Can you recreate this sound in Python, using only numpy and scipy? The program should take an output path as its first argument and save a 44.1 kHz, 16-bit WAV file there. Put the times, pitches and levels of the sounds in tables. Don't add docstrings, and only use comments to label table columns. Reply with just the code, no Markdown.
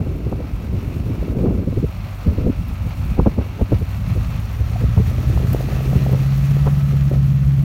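import sys
import numpy as np
from scipy import signal
from scipy.fft import rfft, irfft, next_fast_len
from scipy.io import wavfile
from scipy.ndimage import uniform_filter1d, minimum_filter1d, map_coordinates

SR = 44100
rng = np.random.default_rng(int(sys.argv[2]) if len(sys.argv) > 2 else 0)


def unload_wav(signal):
    wavfile.write(
        sys.argv[1],
        SR,
        np.round(np.clip(np.atleast_2d(signal).T, -1, 1) * 32767).astype(np.int16),
    )


N = 336924
TIME = np.arange(N) / SR

# time_s, firings_per_s
FIRING_RATE = [(0, 43.6), (.6, 46.4), (.9, 52.4), (1.2, 52), (1.5, 47.5), (2.1, 50), (2.7, 46), (3.7, 47),
               (4.15, 54.4), (4.5, 52.3), (5.1, 60), (5.6, 65), (6.2, 66.8), (6.65, 70.8), (7.15, 68.3),
               (7.64, 68.6)]
# pitch_hz, relative level_db
RASP_TONE = [(250, -25), (440, -3), (560, 2), (750, .5), (950, -5), (1200, -10.5), (1600, -19), (2100, -38),
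             (5000, -100)]


def amp(db):
    return 10 ** (np.asarray(db) / 20)


def unit(x):
    return x / np.sqrt(np.mean(x ** 2) + 1e-20)


def curves(rows):
    times, *columns = np.transpose(rows)
    return [np.interp(TIME, times, column) for column in columns]


def wobble(rate):
    points = rng.standard_normal(int(N * rate / SR) + 4)
    return map_coordinates(points, [TIME * rate])


def filtered(x, response):
    size = next_fast_len(N + 8192)
    hz = np.fft.rfftfreq(size, 1 / SR)
    return irfft(rfft(x, size) * response(hz), size)[:N]


def coloured(x, spectrum):
    pitches, levels = np.transpose(spectrum)
    return filtered(x, lambda hz: amp(np.interp(np.log(hz + 1), np.log(pitches), levels)))


def noise(spectrum):
    return unit(coloured(rng.standard_normal(N), spectrum))


def steadied(x, span):
    power = np.abs(uniform_filter1d(x ** 2, int(span * SR) + 1))
    return x / np.sqrt(power + 1e-4)


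def breeze():
    # time_s, relative rumble level_db, flutter level_db
    gusts = [(0, -26.5, -28.5), (.35, -29, -32), (.55, -27.5, -36), (1.33, -26.5, -27.5),
             (1.46, -27, -21.5), (1.8, -27.5, -32), (1.92, -31.5, -44.5), (2.25, -37, -43.5),
             (2.3, -28.5, -33), (2.6, -27, -40.5), (2.92, -27.5, -48), (3.1, -23, -38), (3.5, -34, -40),
             (3.75, -24.5, -38.5), (3.92, -29.5, -48), (4.15, -22, -43), (4.47, -29, -45.5),
             (4.7, -26, -43), (4.91, -23.5, -45), (5.13, -23.5, -36), (5.35, -20.5, -32.5), (5.7, -26, -33),
             (6.15, -28.5, -30), (6.35, -27.5, -42), (7.64, -31.5, -45)]
    # pitch_hz, relative level_db
    rumble_tone = [(20, -36), (30, -13), (42, -2), (56, 10), (80, 3.5), (120, 0.5), (180, -5), (260, -16),
                   (500, -57.5)]
    # pitch_hz, relative level_db
    flutter_tone = [(60, -41), (120, 0.5), (190, 1.5), (300, -3), (420, -7.5), (540, -16), (650, -19),
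                    (850, -38), (1400, -51), (3000, -110)]

    rumble_db, flutter_db = curves(gusts)
    clumps = amp(3 * wobble(32))
    rumble = amp(rumble_db + 4.0) * steadied(clumps * noise(rumble_tone), span=0.18)
    lumps = wobble(65) * np.interp(flutter_db, [-29, -22], [1, .5])
    rasp_db = -17 + 2.4 * (flutter_db - flutter_db.max()) + 2 * lumps
    air = noise(flutter_tone) + amp(rasp_db) * noise(RASP_TONE)
    flutter = amp(flutter_db) * steadied(air * amp(3.5 * lumps), span=0.06)
    return rumble + flutter


def eddies(thump_db, rasp_db, rise, rasp_stretch, swing_time, swing_lead):
    # peak_s, relative thump level_db, relative rasp level_db, time scale length_s,
    # swing level_db, the pitch the swing slows toward swing_hz
    whirls = [(.008, -22.5, -29, .005, -16, 80.6), (.068, -25.5, -37, 0.0065, -24, 100),
              (0.267, -26.5, -39, 0.0041, -16, 81), (0.327, -22.5, -34, 0.0064, -23, 111.5),
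              (.408, -29, -45, 0.0068, -22, 100), (0.741, -28, -45, 0.019, -20, 68.8),
              (1.097, -28, -47, 0.012, -22.5, 87.4), (1.369, -26.5, -53, .012, -15, 76),
              (1.402, -25, -41, .013, -30, 90), (1.445, -19.5, -38, .012, -29, 90),
              (1.476, -21.5, -33, 0.019, -12.5, 70), (1.523, -24, -42, 0.0078, -17, 103),
              (1.585, -24, -64, 0.0085, -11, 70), (1.68, -18.5, -46, 0.0059, -13, 84),
              (1.774, -19, -55, .005, -16.5, 92), (1.841, -16, -55, 0.0054, -12.5, 49.7),
              (2.276, -20, -58, 0.011, -5, 65), (2.316, -25, -50, .011, -24, 80),
              (2.384, -21.5, -54, 0.007, -16, 62), (2.415, -24, -50, .009, -19, 70),
              (2.448, -22, -48, .007, -26, 90), (2.471, -14.5, -38, 0.0083, -15, 67.6),
              (2.499, -19, -52, 0.005, -19, 62), (2.861, -30, -42, .006, -20, 70.4),
              (3.181, -27, -27, .005, -30, 80), (3.194, -10, -20, 0.005, -7, 44.5),
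              (3.216, -28, -55, .005, -11, 55), (3.269, -9, -15, 0.0058, -5.5, 48),
              (3.386, -21, -29, .011, -10, 60), (3.415, -30, -30, .006, -22, 60),
              (3.597, -32, -32, .007, -34, 80), (3.617, -19, -29, .0065, -6, 46),
              (3.727, -15, -27, 0.0061, -9, 95), (3.817, -28, -51, 0.0056, -10, 70),
              (4.167, -26.5, -48, 0.0095, -22, 60), (4.607, -33, -52, .008, -10.5, 55),
              (4.815, -25, -46, 0.0046, -17, 69.5), (4.841, -21, -43, 0.003, -10.5, 71),
              (4.976, -20, -30, .007, -6, 72), (4.99, -25, -29, .004, -24, 80),
              (5.002, -20, -36, .006, -10, 80), (5.302, -26.5, -49, 0.0064, -11, 69.4),
              (5.44, -25, -39, 0.0062, -14, 81), (5.545, -22, -37, 0.0039, -26, 81),
              (5.931, -25.5, -33, 0.0073, -31, 80), (5.958, -23, -38, .008, -8.5, 67),
              (6.132, -24, -32, 0.0096, -13, 79), (6.514, -35, -50, 0.005, -12, 86),
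              (6.672, -20, -21, 0.007, -18, 80), (6.933, -27, -46, .009, -25, 80),
              (7.118, -24, -35, 0.0056, -27, 80.6), (7.15, -29, -42, .018, -30, 80)]
    # pitch_hz, relative level_db
    thump_tone = [(50, -2), (110, -2.5), (185, 5), (270, -3.5), (400, -8), (520, -9), (660, -24.5),
                  (900, -59), (1500, -67), (3000, -110)]
    thump_lag_s = 0.00049

    thump, rasp = noise(thump_tone), noise(RASP_TONE)
    lead = SR // 20
    t = np.arange(-lead, 2 * lead) / SR
    out = np.zeros(N + SR)
    for s, thump_level, rasp_level, length, swing_level, swing_hz in whirls:
        start = max(round(s * SR), 0)
        place = rng.integers(N - len(t))
        parts = [(thump, thump_level + thump_db, length, t - thump_lag_s),
                 (rasp, rasp_level + rasp_db, length * rasp_stretch, t)]
        for air, db, life, u in parts:
            swell = np.exp(-(np.maximum(-u / rise, u) / (1.8 * life)) ** 1.4)
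            puff = swell * air[place:][:len(t)]
            out[start:][:len(t)] += amp(db) * puff * np.linalg.norm(swell) / np.linalg.norm(puff)
        age = np.maximum(t + swing_lead, 0) / swing_time
        turns = swing_hz * swing_time * (age + 1.185 * (1 - np.exp(-age)))
        swing_shape = age ** 2 * np.exp(2 - 2 * age)
        swing = swing_shape * np.sin(2 * np.pi * (turns + rng.random()))
        out[start:][:len(t)] += amp(swing_level) * swing
    return out[lead:][:N]


def flicks(level_db):
    # peak_s, relative level_db, centre pitch_hz
    clear = [(.327, -17, 750), (.405, -20, 500), (1.228, -15, 470), (1.283, -15, 400), (1.325, -20, 470),
             (1.728, -18, 400), (1.769, -17, 390), (1.83, -9, 270), (2.271, -14, 250), (2.383, -15, 330),
             (2.41, -19, 400), (2.468, -10, 470), (2.499, -8, 220), (3.193, -4, 230), (3.199, -7, 780),
             (3.262, -7, 660), (3.271, -6, 620), (3.389, -12.5, 490), (3.463, -26, 520), (3.614, -10, 520),
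             (3.721, -12, 500), (3.727, -7, 410), (3.825, -10, 120), (4.842, -12, 220), (4.978, -18, 750),
             (4.979, -5, 140), (5.003, -19, 470), (5.115, -23, 450), (5.185, -20, 450), (5.301, -20, 500),
             (5.376, -17, 740), (5.402, -20, 450), (5.548, -12, 540), (5.563, -20, 560),
             (5.608, -14.5, 500), (5.688, -19, 560), (5.768, -21, 480), (5.807, -18, 600),
             (5.932, -16.5, 540), (5.957, -20, 600), (6.066, -16.5, 560), (6.095, -15, 490),
             (6.133, -21, 680), (6.148, -20, 560), (6.568, -18, 400), (6.676, -13, 950), (7.116, -13, 430),
             (7.138, -17, 500), (7.156, -21, 460)]
    # time_s, typical relative level_db
    patter_level = [(0, -36), (1.1, -34), (1.45, -25), (1.62, -34), (1.8, -39), (1.95, -55), (5.0, -55),
                    (5.3, -32), (5.55, -29), (5.85, -32), (6.12, -28), (6.3, -50)]
    patter_per_s, patter_hz = 65, 450
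    spread_octaves, spread_db = .3, 3.5
    half_length_cycles = .62

    lead = SR // 80
    t = np.arange(-lead, lead) / SR
    out = np.zeros(N + SR)
    times = rng.uniform(0, TIME[-1], int(patter_per_s * TIME[-1]))
    size, pitch = rng.standard_normal((2, len(times)))
    patter_db = np.interp(times, *np.transpose(patter_level)) + spread_db * size
    patter = zip(times, patter_db, patter_hz * 2 ** (spread_octaves * pitch))
    for s, db, hz in [*clear, *patter]:
        wave = np.cos(2 * np.pi * (hz * t + rng.random()))
        spike = np.exp(-(hz * t / half_length_cycles) ** 2) * wave
        out[round(s * SR):][:len(t)] += amp(db + level_db) * spike
    return out[lead:][:N]


def grit(level_db, decay):
    # start_s, relative level_db
    stones = [(.184, -38), (2.684, -26), (2.899, -31), (3.052, -29), (3.799, -27), (4.53, -28),
              (5.076, -25), (5.532, -11), (6.128, -20), (6.377, -26)]
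    # pitch_hz, relative level_db
    crack_tone = [(1500, -35), (4000, -19), (8000, -14), (10500, -9), (11700, 0), (13000, 0), (16000, -3)]

    t = np.arange(SR // 50) / SR
    out = np.zeros(N + SR)
    for s, db in stones:
        crack = .3 * np.exp(-t / decay) * rng.standard_normal(len(t))
        crack[0] = 2
        out[round(s * SR):][:len(t)] += amp(db + level_db) * crack
    return coloured(out[:N], crack_tone)


def knock(s, hz, db, width):
    t = TIME - s
    return amp(db) * np.exp(-np.abs(t) / width) * np.sin(2 * np.pi * hz * t)


def passing(firings, behind_m, db_per_octave):
    pass_s, closest_m = 5.2, 3.9
    travel_m_per_firing = 0.023
    reference_hz = 50
    along_m = travel_m_per_firing * (firings - np.interp(pass_s, TIME, firings)) - behind_m
    octaves = np.log2(curves(FIRING_RATE)[0] / reference_hz)
    return amp(db_per_octave * octaves) * closest_m / np.hypot(closest_m, along_m)


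def exhaust(firings):
    # multiple of the firing rate, relative level_db
    pipe_lines = [(1, -10.5), (1.5, -21.5), (1.748, -16.5), (1.875, -27), (2.001, -0.5), (2.25, -14.5),
                  (2.5, -18), (2.75, -20), (3, -21)]
    # time_s, added level_db
    drone_swell = [(4.3, 2.5), (5.1, 0.5), (5.78, -1.5), (5.95, 1.5), (6.95, 0.5), (7.3, 2)]
    waver_db, waver_turns, waver_rate = 1.0, .01, 24

    lines = np.zeros(N)
    for multiple, db in pipe_lines:
        strength = amp(db + waver_db * wobble(waver_rate))
        turns = multiple * firings + rng.random() + waver_turns * wobble(waver_rate)
        lines += strength * np.sin(2 * np.pi * turns)
    gas = noise([(70, -22), (115, 2), (172, 8.0), (220, -10.5), (320, -11.5), (700, -56.0)])
    level = amp(-21 + curves(drone_swell)[0]) * passing(firings, behind_m=5.58, db_per_octave=20.5)
    return level * (lines + amp(-20.5) * gas)


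def knocks(firings, lag, depth_db, scatter_db):
    cylinder_strength = [-0.23, -0.73, 0.25, 0.6, 0.44, 0.53, 0.0053, -0.28]

    beat = firings - lag
    cylinder_db = np.interp(beat, np.arange(8), cylinder_strength, period=8)
    chance = np.interp(beat, np.arange(512), rng.standard_normal(512))
    distinct = np.clip(48 / curves(FIRING_RATE)[0], 0, 1) ** 2.0
    swell_db = depth_db * distinct * np.cos(2 * np.pi * beat)
    return unit(amp(cylinder_db + scatter_db * chance + swell_db))


def combustion(firings, ring_time, scatter_db):
    starts = np.flatnonzero(np.diff(np.floor(firings)))
    t = np.arange(SR // 25) / SR
    out = np.zeros(N)
    for bank in range(2):
        bank_starts = starts[bank::2]
        blows = np.zeros(N)
        blows[bank_starts] = amp(scatter_db * rng.standard_normal(len(bank_starts)))
        ring = rng.standard_normal(len(t)) * np.exp(-t / ring_time)
        out += signal.fftconvolve(blows, ring)[:N]
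    return steadied(out, span=0.055)


def ringing(x, side_on):
    # centre_hz, width_hz, lift from the front_db, from the side_db
    covers = [(1160, 100, 0, 3), (1285, 110, 2, 4), (1880, 140, 0, 2.5), (2260, 130, 4, 1),
              (2550, 190, 2.5, 4), (2750, 200, 3, .5), (4140, 90, 3, 2), (4500, 110, 4, 4),
              (5400, 350, 2.5, .5), (6880, 160, 5, 6)]
    sway_db, sway_rate = 3, 9

    out = x
    for centre, width, front_db, side_db in covers:
        band = filtered(x, lambda hz: 1j * hz * width / (centre ** 2 - hz ** 2 + 1j * hz * width))
        lift = amp(front_db) + (amp(side_db) - amp(front_db)) * side_on - 1
        sway = unit(amp(sway_db * wobble(sway_rate)))
        out = out + lift * sway * band
    return out


def road_echo(x, share, far_delay, near_delay):
    delay = np.interp(TIME, [0, 4.6, 7.64], [far_delay, near_delay, far_delay])
    return unit(x + share * np.interp(TIME - delay, TIME, x))


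def engine(firings):
    # pitch_hz, relative level_db
    front_tone = [(100, -26), (200, -13), (380, -6.5), (550, 9), (800, 6.5), (1200, 5), (1850, -1.5),
                  (2500, -0.5), (3100, -6), (4400, -8.5), (5000, -14), (5800, -12.5), (7000, -23.5),
                  (10000, -70)]
    # pitch_hz, relative level_db
    flank_tone = [(100, -16), (200, 18.5), (380, 4.5), (600, 11.5), (950, 4.5), (1280, 4.5), (1600, 3.5),
                  (2500, 0.5), (3100, -2), (4400, -5.5), (5000, -10), (5800, -7), (7000, -16), (10000, -70)]
    # pitch_hz, relative level_db
    hiss_tone = [(3000, -30), (5500, -3), (6800, 1), (7700, -3), (9600, -1), (10500, -8), (11200, 0),
                 (12200, 2), (15600, .5), (16500, -8)]
    # time_s, added level_db
    surges = [(.85, 1.6), (1.65, -1.2), (2.15, 2.5), (2.55, 0.5), (3.1, 2.5), (3.35, 0), (3.8, 0.7),
              (4.08, 0.8), (4.45, 1), (5, -0.25), (5.5, 0.7), (5.9, 0.8), (6.5, 0.5), (7.2, -2.5)]

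    side_on = np.interp(TIME, [3.2, 5.2], [0, 1])
    ring = combustion(firings, ring_time=0.018, scatter_db=2)
    ring = coloured(ring, [(1500, -1.6), (3000, -1), (6000, -1)])
    ticks = combustion(firings, ring_time=.0015, scatter_db=5)
    ticks = coloured(ticks, [(700, -8), (2000, 0), (4000, 2)])
    mix = ringing(rng.standard_normal(N) + .65 * ring + .3 * ticks, side_on)
    front = unit(coloured(mix, front_tone))
    flank = unit(coloured(mix, flank_tone))
    block = (1 - side_on) * front + side_on * flank
    block = road_echo(block, share=0.034, far_delay=0.00136, near_delay=0.00282)
    clatter = block * knocks(firings, lag=0.27, depth_db=0.0, scatter_db=1.05)
    clatter *= amp(-40.5) * passing(firings, behind_m=0, db_per_octave=8)
    rough = unit(coloured(rng.standard_normal(N) * amp(0.95 * wobble(1200)), hiss_tone))
    hiss = rough * knocks(firings, lag=0.28, depth_db=1.5, scatter_db=1.5)
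    hiss *= amp(-54) * passing(firings, behind_m=0, db_per_octave=11)
    return amp(curves(surges)[0]) * (clatter + hiss)


def scene():
    thumps = eddies(thump_db=4.5, rasp_db=-5.0, rise=0.74, rasp_stretch=0.9,
                    swing_time=0.012, swing_lead=0.0051)
    wind = breeze() + thumps + flicks(level_db=-1.5)
    firings = np.cumsum(curves(FIRING_RATE)[0]) / SR
    stones = grit(level_db=2, decay=.0015)
    hollow = knock(s=4.762, hz=717, db=-21, width=.003)
    truck = stones + hollow + exhaust(firings) + engine(firings)
    return (wind + truck)[None]


def record(dry):
    needed = np.minimum(1, .95 / (np.abs(dry[0]) + 1e-9))
    gain = uniform_filter1d(minimum_filter1d(needed, size=221), size=221)
    ends = np.minimum(1, np.minimum(TIME, TIME[-1] - TIME) / .003)
    top_hz = 15950
    return filtered(ends * gain * dry[0], lambda hz: hz < top_hz)[None]


dry = scene()
out = record(dry)
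unload_wav(out)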